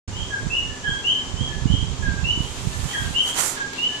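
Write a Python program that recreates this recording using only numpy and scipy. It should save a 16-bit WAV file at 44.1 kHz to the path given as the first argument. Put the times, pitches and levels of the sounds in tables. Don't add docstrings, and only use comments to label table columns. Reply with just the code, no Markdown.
import sys
import numpy as np
from scipy import signal
from scipy.fft import rfft, irfft
from scipy.io import wavfile

SR = 44100
rng = np.random.default_rng(int(sys.argv[2]) if len(sys.argv) > 2 else 0)


def to_wav(s):
    ch = np.atleast_2d(s).T
    pcm = np.round(np.clip(ch, -1, 1) * 32767)
    wavfile.write(sys.argv[1], SR, pcm.astype(np.int16))


N = 176400

# frequency in Hz, left and right strength in dB per Hz.
HISS_COLOUR = [(25, -66, -73.5), (60, -79, -67), (170, -68, -67), (244, -70, -66), (445, -69.5, -69.5),
               (626, -74, -74.5), (960, -71, -71.5), (1420, -75.5, -81.5), (2260, -78.5, -80.5),
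               (3320, -78, -76.5), (3900, -80.5, -80.5), (5360, -80, -79.5), (6100, -75, -76.5),
               (6880, -75.5, -85), (7060, -77.5, -69.5), (7700, -85.5, -79.5), (9250, -95, -86.5),
               (10850, -102, -100), (14000, -110, -110)]
# pitch in Hz, level in dB.
HUM_TONES = [(129.2, -52), (258.4, -50.5), (387.6, -53.5)]
# time in seconds, level in dB.
DRONE_LEVELS = [(0, -33.5), (.55, -42), (.9, -73), (1.4, -64)]
# time in seconds, gain in dB.
RUSTLE_GAINS = [(0, -19), (1.3, -8.5), (2.1, -4.5), (2.6, -0.5), (2.95, 0), (3.15, 0.5), (3.4, -2.5),
                (3.9, 0.5), (4, -1)]
# frequency in Hz, strength in dB per Hz.
RUSTLE_SPECTRUM = [(300, -88), (700, -79.5), (1150, -77.5), (1700, -85.5), (2300, -77), (3700, -75.5),
                   (4500, -79), (6000, -90), (12000, -115)]
# time in seconds, level in dB.
DRAUGHT_LEVELS = [(.08, -33), (.22, -26.5), (.36, -43.5), (.46, -24.5), (.55, -36.5), (.65, -26.5),
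                  (.78, -44), (.9, -27), (1.0, -41.5), (1.25, -38), (1.38, -22.5), (1.53, -25.5),
                  (1.75, -17.5), (1.91, -27), (2.06, -19), (2.38, -24.5), (2.55, -37), (2.65, -27),
                  (2.73, -28), (2.83, -23), (2.95, -36.5), (3.05, -20.5), (3.22, -39), (3.4, -47), (4, -58)]
# frequency in Hz, relative strength in dB.
RUMBLE_COLOUR = [(15, -19), (30, -1.5), (60, 1.5), (140, -2.5), (200, -10), (280, -27.5), (400, -26),
                 (700, -40.5), (2000, -78)]
# middle in seconds, peak in dB, pitch in Hz.
AIR_PUFFS = [(0.225, -19, 69), (0.441, -17, 75), (.469, -11.5, 115), (.894, -14.5, 146),
             (1.411, -14.5, 139), (1.42, -13.5, 110), (1.6582, -2, 126), (1.704, -8, 113),
             (1.74, -8.5, 140), (1.751, -14, 165), (1.829, -13.5, 139), (2.088, -14.5, 142),
             (2.142, -16, 135), (2.194, -17, 94.5), (2.275, -17, 149), (2.377, -15, 153),
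             (2.407, -10.5, 125), (2.674, -10, 91), (2.835, -21, 85), (2.857, -18.5, 113), (3.02, -19, 98),
             (3.11, -18, 125)]
# time in seconds, treble gain in dB, body gain in dB.
BRUSH_GAINS = [(2.2, -44, -22), (2.43, -18, -21.5), (2.7, -15, -22), (2.89, -11.5, -10.5),
               (3.1, -14, -17.5), (3.2, -18, -20), (3.25, -11, -13), (3.293, -3.5, -5.5), (3.33, -13, -14),
               (3.36, -6, -5), (3.392, 5.5, 3.5), (3.43, 3.5, -0.5), (3.49, 2.5, -6), (3.55, -9.5, -10),
               (3.62, -29, -13), (3.66, -36, -23), (3.78, -24, -23), (4, -25, -25)]
# frequency in Hz, left and right strength in dB per Hz.
BRUSH_SPECTRUM = [(100, -80, -79), (250, -83, -62.5), (460, -64.5, -63.5), (880, -70.5, -56),
                  (1470, -65, -57), (2460, -70, -63.5), (4200, -73.5, -63.5), (5200, -75.5, -65),
                  (6400, -70, -58.5), (7500, -78, -55.5), (8030, -74, -59.5), (9860, -79.5, -64),
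                  (11500, -82, -67.5), (15300, -95, -84)]
# start and length in seconds, first and last pitch in Hz,
# level in dB, distance from 0 (near) to 1 (far), left minus right in dB.
FALLING_CALLS = [(.302, 0.067, 1670, 1595, -25.5, 0, 2), (.645, 0.081, 1797, 1710, -41, 0.5, 0),
                 (.836, 0.071, 1704, 1592, -23.5, 0.11, -3), (1.125, 0.056, 1710, 1682, -39.5, 0.6, 0),
                 (1.478, .1, 1756, 1710, -38.5, 0.17, 3), (2.018, 0.086, 1675, 1588, -27.5, 0.2, -3.5),
                 (2.685, 0.061, 1772, 1735, -40, 1, 4), (2.94, 0.07, 1690, 1560, -27, 0.04, 1),
                 (2.93, 0.027, 2010, 1760, -30, 0.06, 2), (3.562, 0.093, 1645, 1614, -28, 0, -5),
                 (3.885, 0.06, 1742, 1701, -37, 0.56, -3)]
RISING_CALLS = [(.105, .1, 2815, 3273, -32.5, 0.95, -1.5), (.497, 0.092, 2580, 2945, -21, 0.15, 0),
                (.825, 0.076, 3000, 3324, -28, 0.7, -3.5), (1.036, 0.088, 2728, 3180, -17.5, 0.13, 1.5),
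                (1.345, 0.079, 2960, 3294, -29, 0.74, -2.5), (1.665, .083, 2812, 3245, -27, 0.57, -0.5),
                (1.96, 0.062, 3170, 3290, -46.5, 1, -1), (2.238, 0.094, 2670, 3002, -21, 0.07, -2),
                (2.37, 0.075, 2890, 3215, -39.5, 0.6, -2), (2.85, .095, 2990, 3325, -31, 1, 2),
                (3.138, 0.074, 2730, 3183, -17.5, 0.12, 3), (3.23, 0.062, 2970, 3290, -31, 0.5, -5),
                (3.774, .1, 2695, 3028, -21, 0.06, -1)]

TIME, FREQS_HZ = np.arange(N) / SR, np.arange(N // 2 + 1) * SR / N


def gain(db):
    return 10 ** (np.asarray(db) / 20)


def unit(x):
    return x / np.sqrt(np.mean(x ** 2))


def curve(table, column=1):
    rows = np.array(table)
    return np.interp(TIME, rows[:, 0], rows[:, column])


def wander(rate_hz):
    return unit(irfft(rfft(rng.standard_normal(N)) * np.exp(-(FREQS_HZ / rate_hz) ** 2), N))


def decay(t, seconds):
    return np.exp(-np.log(1000) * t / seconds)


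def band(x, hz, width_hz):
    return signal.lfilter(*signal.iirpeak(hz, hz / width_hz, fs=SR), x)


def below(x, hz):
    return signal.sosfiltfilt(signal.butter(2, hz, fs=SR, output="sos"), x)


def colour(white, table, column=1):
    rows = np.array(table)
    db = np.interp(np.log(np.maximum(FREQS_HZ, 1)), np.log(rows[:, 0]), rows[:, column])
    return irfft(rfft(white) * gain(db), N) * np.sqrt(SR / 2)


def add(out, start_s, sound):
    i = int(start_s * SR)
    out[..., i:i + sound.shape[-1]] += sound[..., :N - i]


def hiss(shared_below_hz=593):
    own, common = rng.standard_normal((2, N)), rng.standard_normal(N)
    share = 0.98 / (1 + (FREQS_HZ / shared_below_hz) ** 2)
    left, right = irfft(rfft(own) * np.sqrt(1 - share) + rfft(common) * np.sqrt(share), N)
    noise = np.array([colour(left, HISS_COLOUR, 1), colour(right, HISS_COLOUR, 2)])
    return noise * gain(0.51 * wander(16))


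def hum():
    return sum(gain(db) * unit(np.sin(2 * np.pi * (hz * TIME + rng.random()))) for hz, db in HUM_TONES)


def drone(hz=101.7, width_hz=4.6):
    noise = band(rng.standard_normal(N), hz, width_hz)
    return unit(band(noise, hz, width_hz)) * gain(curve(DRONE_LEVELS))


def rustle(flutter_db=2):
    noise = np.array([colour(white, RUSTLE_SPECTRUM) for white in rng.standard_normal((2, N))])
    return noise * gain(curve(RUSTLE_GAINS) + flutter_db * wander(20))


def tick(start_s=3.733, hz=1200, left_db=-27, right_db=-28):
    out, t = np.zeros((2, N)), np.arange(SR // 10) / SR
    noise = band(rng.standard_normal((2, len(t))), hz, width_hz=2600)
    ring = unit(band(noise, hz, width_hz=8300))
    add(out, start_s, ring * gain([[left_db], [right_db]]) * decay(t, seconds=0.03))
    return out


def draught(flutter_db=2.5, left_db=-18):
    sides = []
    for _ in range(2):
        rumble = unit(colour(rng.standard_normal(N), RUMBLE_COLOUR))
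        sides.append(rumble * gain(curve(DRAUGHT_LEVELS) + flutter_db * wander(23.6)))
    left, right = sides
    for middle_s, db, hz in AIR_PUFFS:
        swing = 2 * np.pi * hz * (TIME - middle_s)
        right += gain(db) * swing * np.exp((1 - swing ** 2) / 2)
    return np.array([gain(left_db) * left, right])


def brush(grain_db=0.57, brighten=1.22):
    left, right = rng.standard_normal((2, N))
    rub = np.array([colour(left, BRUSH_SPECTRUM, 1), colour(right, BRUSH_SPECTRUM, 2)])
    rub *= gain(grain_db * wander(160))
    body = below(rub, hz=6200)
    treble = below(rub - body, hz=10500)
    top = rub - body - treble
    treble_db, body_db = curve(BRUSH_GAINS, 1), curve(BRUSH_GAINS, 2)
    top_db = brighten * treble_db
    return body * gain(body_db) + treble * gain(treble_db) + top * gain(top_db)


def unit_energy(echoes):
    return echoes / np.sqrt(np.sum(echoes ** 2, axis=1, keepdims=True))


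def room(note, distance, direct_db=-14, early_db=-3.5, wall_db=-15.5, wall_delay_s=0.105):
    t, distance = np.arange(SR) / SR, max(distance, 0.01)
    unevenness, early, tail, wall = rng.standard_normal((4, 2, SR))
    early = unit_energy(early * np.exp(1.12 * unevenness) * decay(t, seconds=0.096))
    build_s = 0.001 + 0.088 * distance
    tail = unit_energy(tail * (1 - np.exp(-t / build_s)) * decay(t, seconds=0.43))
    wall = unit_energy(wall * decay(t, seconds=0.07))
    wall = np.roll(wall, int(wall_delay_s * SR), axis=1)
    echoes = (1 - distance) * (gain(early_db) * early + gain(wall_db) * wall) + tail
    echoes[:, 0] += (1 - distance) * gain(direct_db)
    heard = signal.fftconvolve(note[None], echoes, axes=1)
    return unit_energy(heard) * np.sqrt(np.sum(note ** 2))


def frogs(calls, bend, swell_db, overtone_db=-28.5, attack_s=0.006, release_s=0.02):
    out, waver = np.zeros((2, N)), 1 + 0.0041 * wander(110)
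    for start_s, length_s, first_hz, last_hz, db, distance, pan_db in calls:
        t = np.arange(int(length_s * SR)) / SR
        progress = t / length_s
        hz = last_hz + (first_hz - last_hz) * (1 - progress) ** bend
        hz *= np.roll(waver, -int(start_s * SR))[:len(t)]
        phase = 2 * np.pi * np.cumsum(hz) / SR
        tone = np.sin(phase) + gain(overtone_db) * np.sin(2 * phase)
        fades = np.minimum(t / attack_s, 1) * np.minimum((length_s - t) / release_s, 1)
        swell = gain(swell_db * np.minimum(2 * progress, 1))
        whistle = gain(db) * unit(tone * fades * swell)
        add(out, start_s, room(whistle, distance) * gain([[pan_db / 2], [-pan_db / 2]]))
    return out


def scene():
    low = frogs(FALLING_CALLS, bend=1.72, swell_db=2)
    high = frogs(RISING_CALLS, bend=1.7, swell_db=5)
    background = hiss() + hum() + drone()
    return low + high + background + draught() + brush() + rustle() + tick()


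def record(dry, silence_s=0.0757, fade_s=0.004, top_hz=14600):
    fade_in = np.clip((TIME - silence_s) / fade_s, 0, 1)
    treble_cut = signal.ellip(10, 0.1, 90, top_hz, fs=SR, output="sos")
    return signal.sosfilt(treble_cut, dry * fade_in)


dry = scene()
out = record(dry)
to_wav(out)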